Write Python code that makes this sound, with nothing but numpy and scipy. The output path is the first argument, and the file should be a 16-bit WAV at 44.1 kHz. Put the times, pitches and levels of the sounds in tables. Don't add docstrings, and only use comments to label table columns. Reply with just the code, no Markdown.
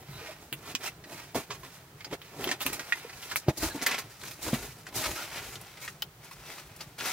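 import sys
import numpy as np
from scipy import signal
from scipy.io import wavfile
from scipy.ndimage import uniform_filter1d, map_coordinates

SR = 44100
rng = np.random.default_rng(int(sys.argv[2]) if len(sys.argv) > 2 else 0)


def voltage_ratio(level):
    return 10 ** (np.asarray(level, float) / 20)


def output_pcm(signal):
    pcm = np.clip(np.atleast_2d(signal).T, -1, 1) * 32767
    wavfile.write(sys.argv[1], SR, np.round(pcm).astype(np.int16))


N = 313992

# top of the stroke t/s, rise t/s, fall t/s, relative crush level/dB,
# fine fizz over the crush level/dB
DRAG_STROKES = [(0.112,0.053,.12,-56,-16),(0.17,0.054,0.11,-56,-11),(0.284,0.33,0.14,-44.5,-7.5),(0.436,0.088,.12,-60,3),(0.58,0.041,.07,-56,0.5),
                (0.668,0.04,0.12,-45,-6),(0.714,0.11,0.019,-44.5,-2),(0.818,0.018,0.14,-42,-6),(0.874,0.082,0.028,-38.5,1),(1.134,0.087,0.22,-48.5,0.5),
                (1.19,.15,0.15,-47.5,-10),(1.353,0.0088,0.078,-35,-1),(1.397,0.043,0.056,-45.5,-2),(1.55,0.09,0.042,-48,-2.5),(1.644,.05,0.31,-52,-2),
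                (1.748,.04,.06,-53,0),(1.99,0.04,0.13,-58,-4),(2.07,0.022,.018,-49.5,-12),(2.136,0.033,.025,-37,-7),(2.25,0.055,0.28,-52.5,-7.5),
                (2.44,0.12,0.11,-42,-0.5),(2.49,.07,0.046,-40.5,-9),(2.52,0.014,0.045,-34,-7.5),(2.612,0.017,0.059,-37,-1.5),(2.664,0.014,0.062,-33,-0.5),(2.735,0.023,0.053,-39.5,3),
                (2.798,0.009,0.092,-41,-7),(2.9,0.31,0.16,-47,-3),(2.97,0.088,.18,-44,-5.5),(3.054,.1,.25,-51,-6.5),(3.17,0.13,0.15,-51,-1),
                (3.225,0.037,0.19,-46,0),(3.317,0.042,0.05,-39.5,-3.5),(3.364,.005,0.039,-40.5,10),(3.445,0.16,.03,-53.5,-19),(3.495,0.019,0.015,-33.5,-8),
                (3.575,0.01,.15,-49.5,11),(3.649,0.082,0.066,-35,3),(3.76,0.081,0.079,-49,3.5),(3.81,.07,.03,-57,-13),(3.83,0.016,0.018,-39,7.5),
                (3.864,0.01,0.18,-33.5,-6),(3.942,0.22,0.04,-33.5,-11),(3.986,0.0078,0.031,-34,0.5),(4.04,.1,0.17,-57,-5),(4.112,0.055,.15,-53,0),
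                (4.24,0.067,.1,-53.5,6.5),(4.286,0.14,0.15,-48,0.5),(4.432,0.031,0.17,-44,5.5),(4.484,0.089,0.084,-40,0),(4.54,.02,0.039,-33.5,-3.5),
                (4.64,0.31,0.16,-47.5,2.5),(4.8,0.14,.1,-57,1.5),(4.89,0.044,0.016,-48.5,-5),(4.959,0.021,0.25,-39.5,6.5),(4.999,0.065,0.22,-43,-1),
                (5.061,0.11,0.034,-32.5,-11),(5.11,0.077,0.066,-45.5,3),(5.16,0.013,0.22,-38,-3),(5.376,.2,0.12,-39.5,-5.5),(5.466,0.24,0.18,-49,0),
                (5.54,0.18,.07,-47.5,1),(5.626,0.087,0.54,-52,-4),(5.828,0.033,0.11,-48,5.5),(5.87,0.31,0.036,-50.5,-8),(6.256,0.075,0.11,-53,-3),
                (6.33,.04,0.077,-53,1),(6.504,.16,0.087,-45,-3.5),(6.578,0.16,.1,-45.5,-3),(6.712,0.16,0.45,-55.5,-5),(6.815,0.026,0.044,-42.5,-2.5),
                (6.99,0.012,0.068,-39.5,-3),(7.056,0.061,0.29,-33.5,-2)]
# top of the stroke t/s, rise t/s, fall t/s, relative weight level/dB,
# floor rumble over the weight level/dB
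WEIGHT_STROKES = [(0.005,.02,0.078,-52,1),(0.112,.05,0.18,-58.5,10),(0.436,0.14,0.16,-53.5,-8),(0.714,0.16,0.025,-46.5,-25),(0.802,0.0091,0.023,-44,-17),
                  (1.134,0.15,0.1,-46,-14),(1.353,0.0076,0.061,-29.5,-17),(1.397,0.063,0.03,-37,-10),(1.55,.03,0.04,-48.5,-16),(1.6,0.038,.05,-67,18.5),
                  (1.644,0.047,0.081,-51,-18),(1.834,0.081,0.18,-60,-9),(2.07,0.029,.03,-45.5,-25),(2.136,0.035,0.019,-32,-18),(2.44,0.13,.15,-37.5,-24),
                  (2.518,.15,0.041,-37.5,-25),(2.664,0.014,0.2,-40.5,-9),(3.17,.07,.05,-64,10),(3.445,0.092,0.045,-63.5,8),(3.495,0.022,0.034,-30,-11),
                  (3.649,0.08,0.078,-35,-0.5),(3.759,.1,0.095,-41.5,-11),(3.83,0.021,.025,-35,-28),(4.24,0.042,0.054,-54,-7),(4.484,0.077,0.049,-36.5,-0.5),
                  (4.54,0.015,.055,-36,1),(4.64,0.28,0.11,-45.5,-1),(4.999,.12,0.15,-41,-5),(5.107,0.13,0.068,-41.5,1),(5.278,0.07,0.13,-55.5,0),
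                  (5.466,0.25,0.12,-48.5,0),(5.57,0.11,0.042,-52.5,-10),(6.39,0.045,0.11,-58.5,3),(6.666,.05,.05,-68,15),(6.879,0.018,0.05,-53,1)]
# f/Hz, relative density level/dB
CRUSH_SPECTRUM = [(290, -21.5), (500, -6), (981, -2), (1130, -4.5), (1350, -0.5), (1540, -3.5),
                  (2200, -1.5), (7000, -14.5), (9100, -36), (15400, -120)]
# f/Hz, relative density level/dB
WEIGHT_SPECTRUM = [(76, -24), (130, -9.5), (199, -9.5), (273, -3), (308, -3.5), (384, -1.5), (514, -11.5),
                   (589, -4.5), (1000, -12.5), (1300, -44), (2200, -120)]
# f/Hz, relative density level/dB
FIZZ_SPECTRUM = [(2500, -26.5), (4000, 1.5), (6000, 3), (8000, 0), (11000, -1), (15000, -1.4), (18000, -19)]
# f/Hz, relative density level/dB
RUMBLE_SPECTRUM = [(25, -50), (45, -0.5), (60, -1), (75, -3.5), (120, -6.5), (180, -30)]
# f/Hz, relative density level/dB
STOVE_SPECTRUM = [(15, -27), (25, -20), (145, 5), (236, -11), (416, -6), (560, -12), (775, -9.5),
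                  (887, -14), (1330, -13.5), (2610, -20), (3080, -20), (11000, -27), (14800, -24.5),
                  (16000, -19.5)]
# t/s, peak of the snow pack level/dB, deep push over the pack level/dB,
# pack decay t60 t/s, nominal pitch f/Hz
THUDS = [(0.086, -44, 3, 0.2, 178), (0.522, -36, -5.5, 0.13, 317), (0.743, -37, -30, 0.08, 241),
         (1.347, -27.5, -31, 0.1, 252), (1.378, -27.5, -26, 0.069, 376), (1.496, -39, -7, 0.14, 418),
         (2.122, -30.5, -12, 0.1, 420), (2.391, -29, -36, 0.11, 378), (2.469, -26.5, -38, 0.094, 355),
         (2.654, -31, -20, 0.13, 272), (3.046, -33.5, -27, 0.045, 489), (3.482, -12.5, -2, 0.032, 375),
         (3.629, -24.5, -22, 0.14, 309), (3.746, -27, -18, 0.075, 285), (3.808, -39, -32, 0.091, 273),
         (4.226, -42.5, -21, 0.13, 418), (4.464, -31, -27, 0.23, 314), (4.528, -18, -8, 0.055, 256),
         (4.956, -40, 1.5, 0.15, 344), (6.867, -46, 4, 0.048, 171)]
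# multiple of the pitch, relative level/dB
PACK_MODES = [(1, 10), (1.25, -5.5), (2.1, -2.5), (3.1, -8.5)]
# t/s, length t/s, f/Hz, rms before the fades level/dB
SQUEAKS = [(0.103, 0.097, 3900, -55.5), (0.204, 0.052, 482, -49.5), (0.276, 0.057, 638, -49),
           (0.839, 0.014, 716, -44), (.85, 0.051, 2650, -42.5), (.855, 0.041, 2120, -42),
           (3.693, 0.036, 1630, -47), (3.704, 0.03, 4050, -49.5), (4.602, .04, 680, -55),
           (5.158, 0.083, 1354, -43), (5.81, .06, 2220, -50.5)]
# t/s, body peak level/dB, ring f/Hz, gain of the added treble level/dB, decay t60 t/s
SNAPS = [(0.5272,-13,2740,-25,0.059),(0.751,-12,2460,-33,.021),(1.039,-36.5,1890,-62,0.061),(1.071,-47,4000,-45,.05),(1.295,-44,2050,-60,.05),
         (1.347,-20,1030,-35,0.033),(1.505,-24.5,1090,-42,0.12),(1.6322,-34,1100,-42,0.046),(2.0069,-31.5,2020,-49,0.075),
         (2.0457,-24,4830,-41,0.043),(2.217,-30,3100,-39,0.039),(2.4423,-16,3130,-25,0.025),(2.4743,-20,3100,-47,.043),
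         (2.4908,-14,2060,-43,.033),(2.504,-27,4500,-38,.02),(2.5138,-13,1880,-43,0.027),(2.6063,-20,2780,-33,0.057),(2.6165,-19,3500,-23.5,0.055),
         (2.665,-8.5,2610,-19.5,0.016),(2.7314,-16.5,2450,-23.5,0.016),(2.7945,-19.5,1500,-47,0.019),(2.9228,-16.5,2000,-37,0.039),
         (3.0944,-35,1840,-58,0.053),(3.1296,-33,2400,-54,0.037),(3.227,-26.5,2980,-46,.074),(3.2983,-26,4280,-46,.044),
         (3.313,-23.5,1710,-54,0.091),(3.359,-11.5,2270,-17.5,0.021),(3.482,-22,1050,-28,0.056),(3.787,-43,1900,-51.5,0.042),
         (3.816,-20,5400,-32,.02),(3.8215,-17.5,1660,-35,0.05),(3.8639,-10.5,1810,-33,0.04),(3.8678,-7.5,2030,-17.5,0.042),(3.913,-20,2150,-42,0.044),(3.928,-23.5,2400,-42,0.045),(3.945,-17,2170,-41,0.047),
         (3.9813,-18,2040,-34,0.035),(4.2138,-34.5,3690,-43,0.033),(4.2354,-26.5,1650,-37,0.033),(4.261,-34,3300,-55,.03),(4.276,-35,3400,-50,.03),(4.3103,-32,5500,-31,0.045),
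         (4.5358,-25,1060,-34,.05),(4.8665,-31,1500,-58,.05),(4.927,-32,990,-40,.031),(5.112,-30,2500,-35,0.029),(5.3766,-26.5,3060,-37,0.053),
         (5.5558,-25.5,3150,-54,.031),(5.6116,-43,1060,-34,.037),(5.666,-38,910,-54,0.038),(5.773,-36,1990,-57,.036),(5.878,-29.5,1500,-59,0.054),
         (6.0216,-15,3100,-22,0.025),(6.244,-48,950,-36,0.04),(6.311,-32,1150,-36,0.05),(6.668,-50,6500,-46,.04),(6.7617,-61,1320,-37,0.046),
         (6.808,-25.5,4500,-44,0.041),(6.989,-27,3300,-45,.04),(7.003,-22,3000,-36,.02),(7.008,-20.5,1730,-42,0.037),(7.057,-22.5,1300,-28,.044)]
# f/Hz, relative level/dB, decay t60 t/s
KNOCK_MODES = [(1500, -3, 0.035), (1820, 3, 0.019), (1900, 13.5, 0.024), (2060, -3, 0.097),
               (2480, 7.5, 0.026), (2740, 2.5, 0.032), (3400, -5, 0.024), (3700, -3, 0.023)]
# t/s, peak level/dB
KNOCKS = [(2.9227, -12), (4.8664, -36), (5.8775, -28.5)]
# t/s, delay of the left side in samples, left minus right level/dB
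WALKER_PATH = [(0, 3., -2.5), (1.5, 2.5, -2.5), (2.7, 3, -2), (3.3, 3, -1), (3.8, 1.15, -0.4),
               (5.5, 0.6, 0), (6.2, -1.5, 1), (7.12, -1, 2)]


def evened(x):
    return x / np.sqrt(np.mean(x ** 2) + 1e-20)


def add(mix, s, sound):
    part = mix[..., round(s * SR):][..., :sound.shape[-1]]
    part += sound[..., :part.shape[-1]]


def coloured(x, points):
    hz, db = np.transpose(points)
    bins = abs(np.fft.fftfreq(4096, 1 / SR))
    curve_db = np.interp(np.log(bins + 1), np.log(hz + 1), np.maximum(db, -80))
    log_gain = curve_db * np.log(10) / 20
    taps = np.fft.ifft(np.exp(np.conj(signal.hilbert(log_gain)))).real
    taps = taps.reshape((1,) * (x.ndim - 1) + (-1,))
    return evened(signal.oaconvolve(x, taps, axes=-1)[..., :N])


def resonate(x, hz, width):
    turn = np.exp(2j * np.pi * np.cumsum(hz) / SR)
    r = np.exp(-np.pi * width / SR)
    return 2 * (turn * signal.lfilter([1 - r], [1, -r], x / turn)).real


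def sided(pan_db):
    return voltage_ratio(np.array([pan_db / 2, -pan_db / 2]))


def swells(rows):
    edge_db, rounding = -20, 1.204
    s, rise, fall, db, over_db = np.transpose(rows)[:, :, None]
    t = np.arange(0, N / SR + .002, .002)
    away = np.where(t < s, (s - t) / rise, (t - s) / fall)
    main = voltage_ratio(2 * (db + edge_db * away ** rounding))
    second = main * voltage_ratio(2 * over_db)
    time = np.arange(N) / SR
    return [np.interp(time, t, 10 * np.log10(p.sum(0) + 1e-9)) for p in (main, second)]


def grains(per_s, spread_db, smooth):
    size = voltage_ratio(spread_db * np.minimum(rng.exponential(1, N), 4))
    breaks = size * (rng.random(N) < per_s / SR) * rng.choice([-1., 1.], N)
    return evened(evened(breaks) + smooth * rng.standard_normal(N))


def strokes():
    drag_weight_db, idle_rumble_db = -10, -68.5
    grit, clump_db = 0.35, 1.75
    crush_db, fizz_db = swells(DRAG_STROKES)
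    press_db, shake_db = swells(WEIGHT_STROKES)
    weight_db = np.maximum(press_db, crush_db + drag_weight_db)
    rumble_db = np.maximum(shake_db, idle_rumble_db)

    clumps = voltage_ratio(clump_db * evened(uniform_filter1d(rng.standard_normal(N), 300)))
    gritty = grit * grains(per_s=1200, spread_db=4.5, smooth=0.23)
    fine = clumps * (gritty + 0.5 * rng.standard_normal(N)) / np.hypot(grit, .6)
    patch = np.array([grains(per_s=1900, spread_db=2.0, smooth=0.53) for side in "LR"])
    spread = fine + 1.7 * clumps * patch
    coarse = 0.16 * fine + clumps * grains(per_s=400, spread_db=4.0, smooth=0.68)

    rasp_hz = 1500 * 2 ** (0.2 * np.maximum(crush_db - weight_db, -12))
    rasp = resonate(resonate(fine, rasp_hz, width=1200), rasp_hz, width=1200)
    crush = coloured(fine, CRUSH_SPECTRUM) + 0.25 * evened(rasp)
    upper = voltage_ratio(crush_db) * evened(crush) + voltage_ratio(fizz_db) * coloured(spread, FIZZ_SPECTRUM)
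    weight = voltage_ratio(weight_db) * coloured(coarse, WEIGHT_SPECTRUM)
    rumble = voltage_ratio(rumble_db) * coloured(rng.standard_normal(N), RUMBLE_SPECTRUM)
    return voltage_ratio(-1.0) * (upper + weight + rumble)


def stove():
    flutter = voltage_ratio(3.1 * evened(uniform_filter1d(rng.standard_normal(N), 3000)))
    shared, left, right = rng.standard_normal((3, N))
    noise = np.array([shared + 2.64 * left, shared + 3.0 * right])
    air = voltage_ratio(-52) * coloured(noise, STOVE_SPECTRUM)
    low = signal.sosfiltfilt(signal.butter(1, 700, fs=SR, output="sos"), air)
    return air + (flutter - 1) * low


def thuds():
    push_hz = 130.2
    out, t = np.zeros(N), np.arange(8000) / SR
    for s, db, deep_db, t60, hz in THUDS:
        detune = rng.uniform(.92, 1.08, len(PACK_MODES) + 1)
        fade = voltage_ratio(-60 * t / t60) * np.minimum(t / .003, 1)
        pack = np.zeros(len(t))
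        for (multiple, mode_db), shift in zip(PACK_MODES, detune):
            pack += voltage_ratio(mode_db) * np.sin(2 * np.pi * hz * multiple * shift * t)
        wobble = uniform_filter1d(uniform_filter1d(rng.standard_normal(len(t)), 90), 90)
        bumps = 1 + 0.55 * evened(wobble)
        pack = -pack * bumps * fade
        push = np.sin(2 * np.pi * push_hz * detune[-1] * t) * fade ** 0.62
        add(out, s, voltage_ratio(db) * (pack / abs(pack).max() + voltage_ratio(deep_db) * push / abs(push).max()))
    return signal.lfilter(*signal.butter(3, 60, "high", fs=SR), out)


def squeaks():
    out = np.zeros(N)
    for s, length, hz, db in SQUEAKS:
        rub = rng.standard_normal(round(length * SR))
        pitch = np.full(len(rub), hz)
        tone = resonate(resonate(rub, pitch, width=0.11 * hz), pitch, width=0.11 * hz)
        add(out, s, voltage_ratio(db) * evened(tone) * signal.windows.tukey(len(tone), .6))
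    return out


def snaps():
    ring_share = 0.39
    crack, crack_db_per_db = 2.52, 0.36
    out, t = np.zeros(N), np.arange(6000) / SR
    treble = signal.butter(3, 4800, "high", fs=SR)
    middle = signal.butter(2, [800, 7000], "band", fs=SR)
    for s, db, hz, treble_db, t60 in SNAPS:
        splinters = 0.71 * rng.standard_normal(len(t)) * voltage_ratio(-60 * t / t60)
        drive = splinters * np.minimum(t / 0.0022, 1)
        drive[10:16] += crack * voltage_ratio(crack_db_per_db * (db + 19)) * rng.choice([-1., 1.], 6)
        ring = resonate(drive, np.full(len(t), hz), width=0.17 * hz)
        broad = signal.lfilter(*middle, drive)
        top = signal.lfilter(*treble, drive)
        body = ring_share * ring / abs(ring).max() + (1 - ring_share) * broad / abs(broad).max()
        add(out, s, voltage_ratio(db) * body / abs(body).max() + voltage_ratio(treble_db) * top)
    return out


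def knock():
    out, t = np.zeros(N), np.arange(6000) / SR
    ring = sum(voltage_ratio(db - 60 * t / t60) * np.sin(2 * np.pi * hz * t) for hz, db, t60 in KNOCK_MODES)
    ring = ring * np.minimum(t / 0.00082, 1)
    for s, db in KNOCKS:
        add(out, s, voltage_ratio(db) * ring / abs(ring).max())
    return out


def tent(x, t60, wet_db):
    t, out = np.arange(5000) / SR, x.copy()
    for k in range(3):
        tail = rng.standard_normal((2, 5000)) * (rng.random((2, 5000)) < .2)
        tail = tail * voltage_ratio(-60 * t / t60) * (t > .0025)
        tail = signal.lfilter(*signal.butter(1, 500, "high", fs=SR), tail)
        share = np.sqrt(2 / 3) * np.cos(np.pi * (np.arange(N) / SR / .4 + k / 3))
        wet = signal.oaconvolve(x * share, tail / np.linalg.norm(tail[0]), axes=1)[:, :N]
        out += voltage_ratio(wet_db) * wet
    return out


def scene():
    s, lag, pan_db = np.transpose(WALKER_PATH)
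    time = np.arange(N) / SR
    walker = strokes() + thuds() + squeaks() + snaps() + knock()
    walker = walker * sided(np.interp(time, s, pan_db))
    delayed = np.arange(N) - np.interp(time, s, lag)
    walker[0] = map_coordinates(walker[0], [delayed], order=5)
    return tent(walker, t60=0.055, wet_db=-4.5) + stove()


def roll_off(x):
    return signal.sosfilt(signal.butter(12, 16950, fs=SR, output="sos"), x)


def record(dry):
    mid, side = (dry[0] + dry[1]) / 2, (dry[0] - dry[1]) / 2
    side = signal.sosfiltfilt(signal.butter(2, 920, "high", fs=SR, output="sos"), side)
    both = np.array([mid + side, mid - side])
    band_limit = signal.firwin(255, 15850, window=("kaiser", 4), fs=SR)
    both = signal.oaconvolve(both, band_limit[None], "same")
    return roll_off(both)


dry = scene()
out = record(dry)
output_pcm(out)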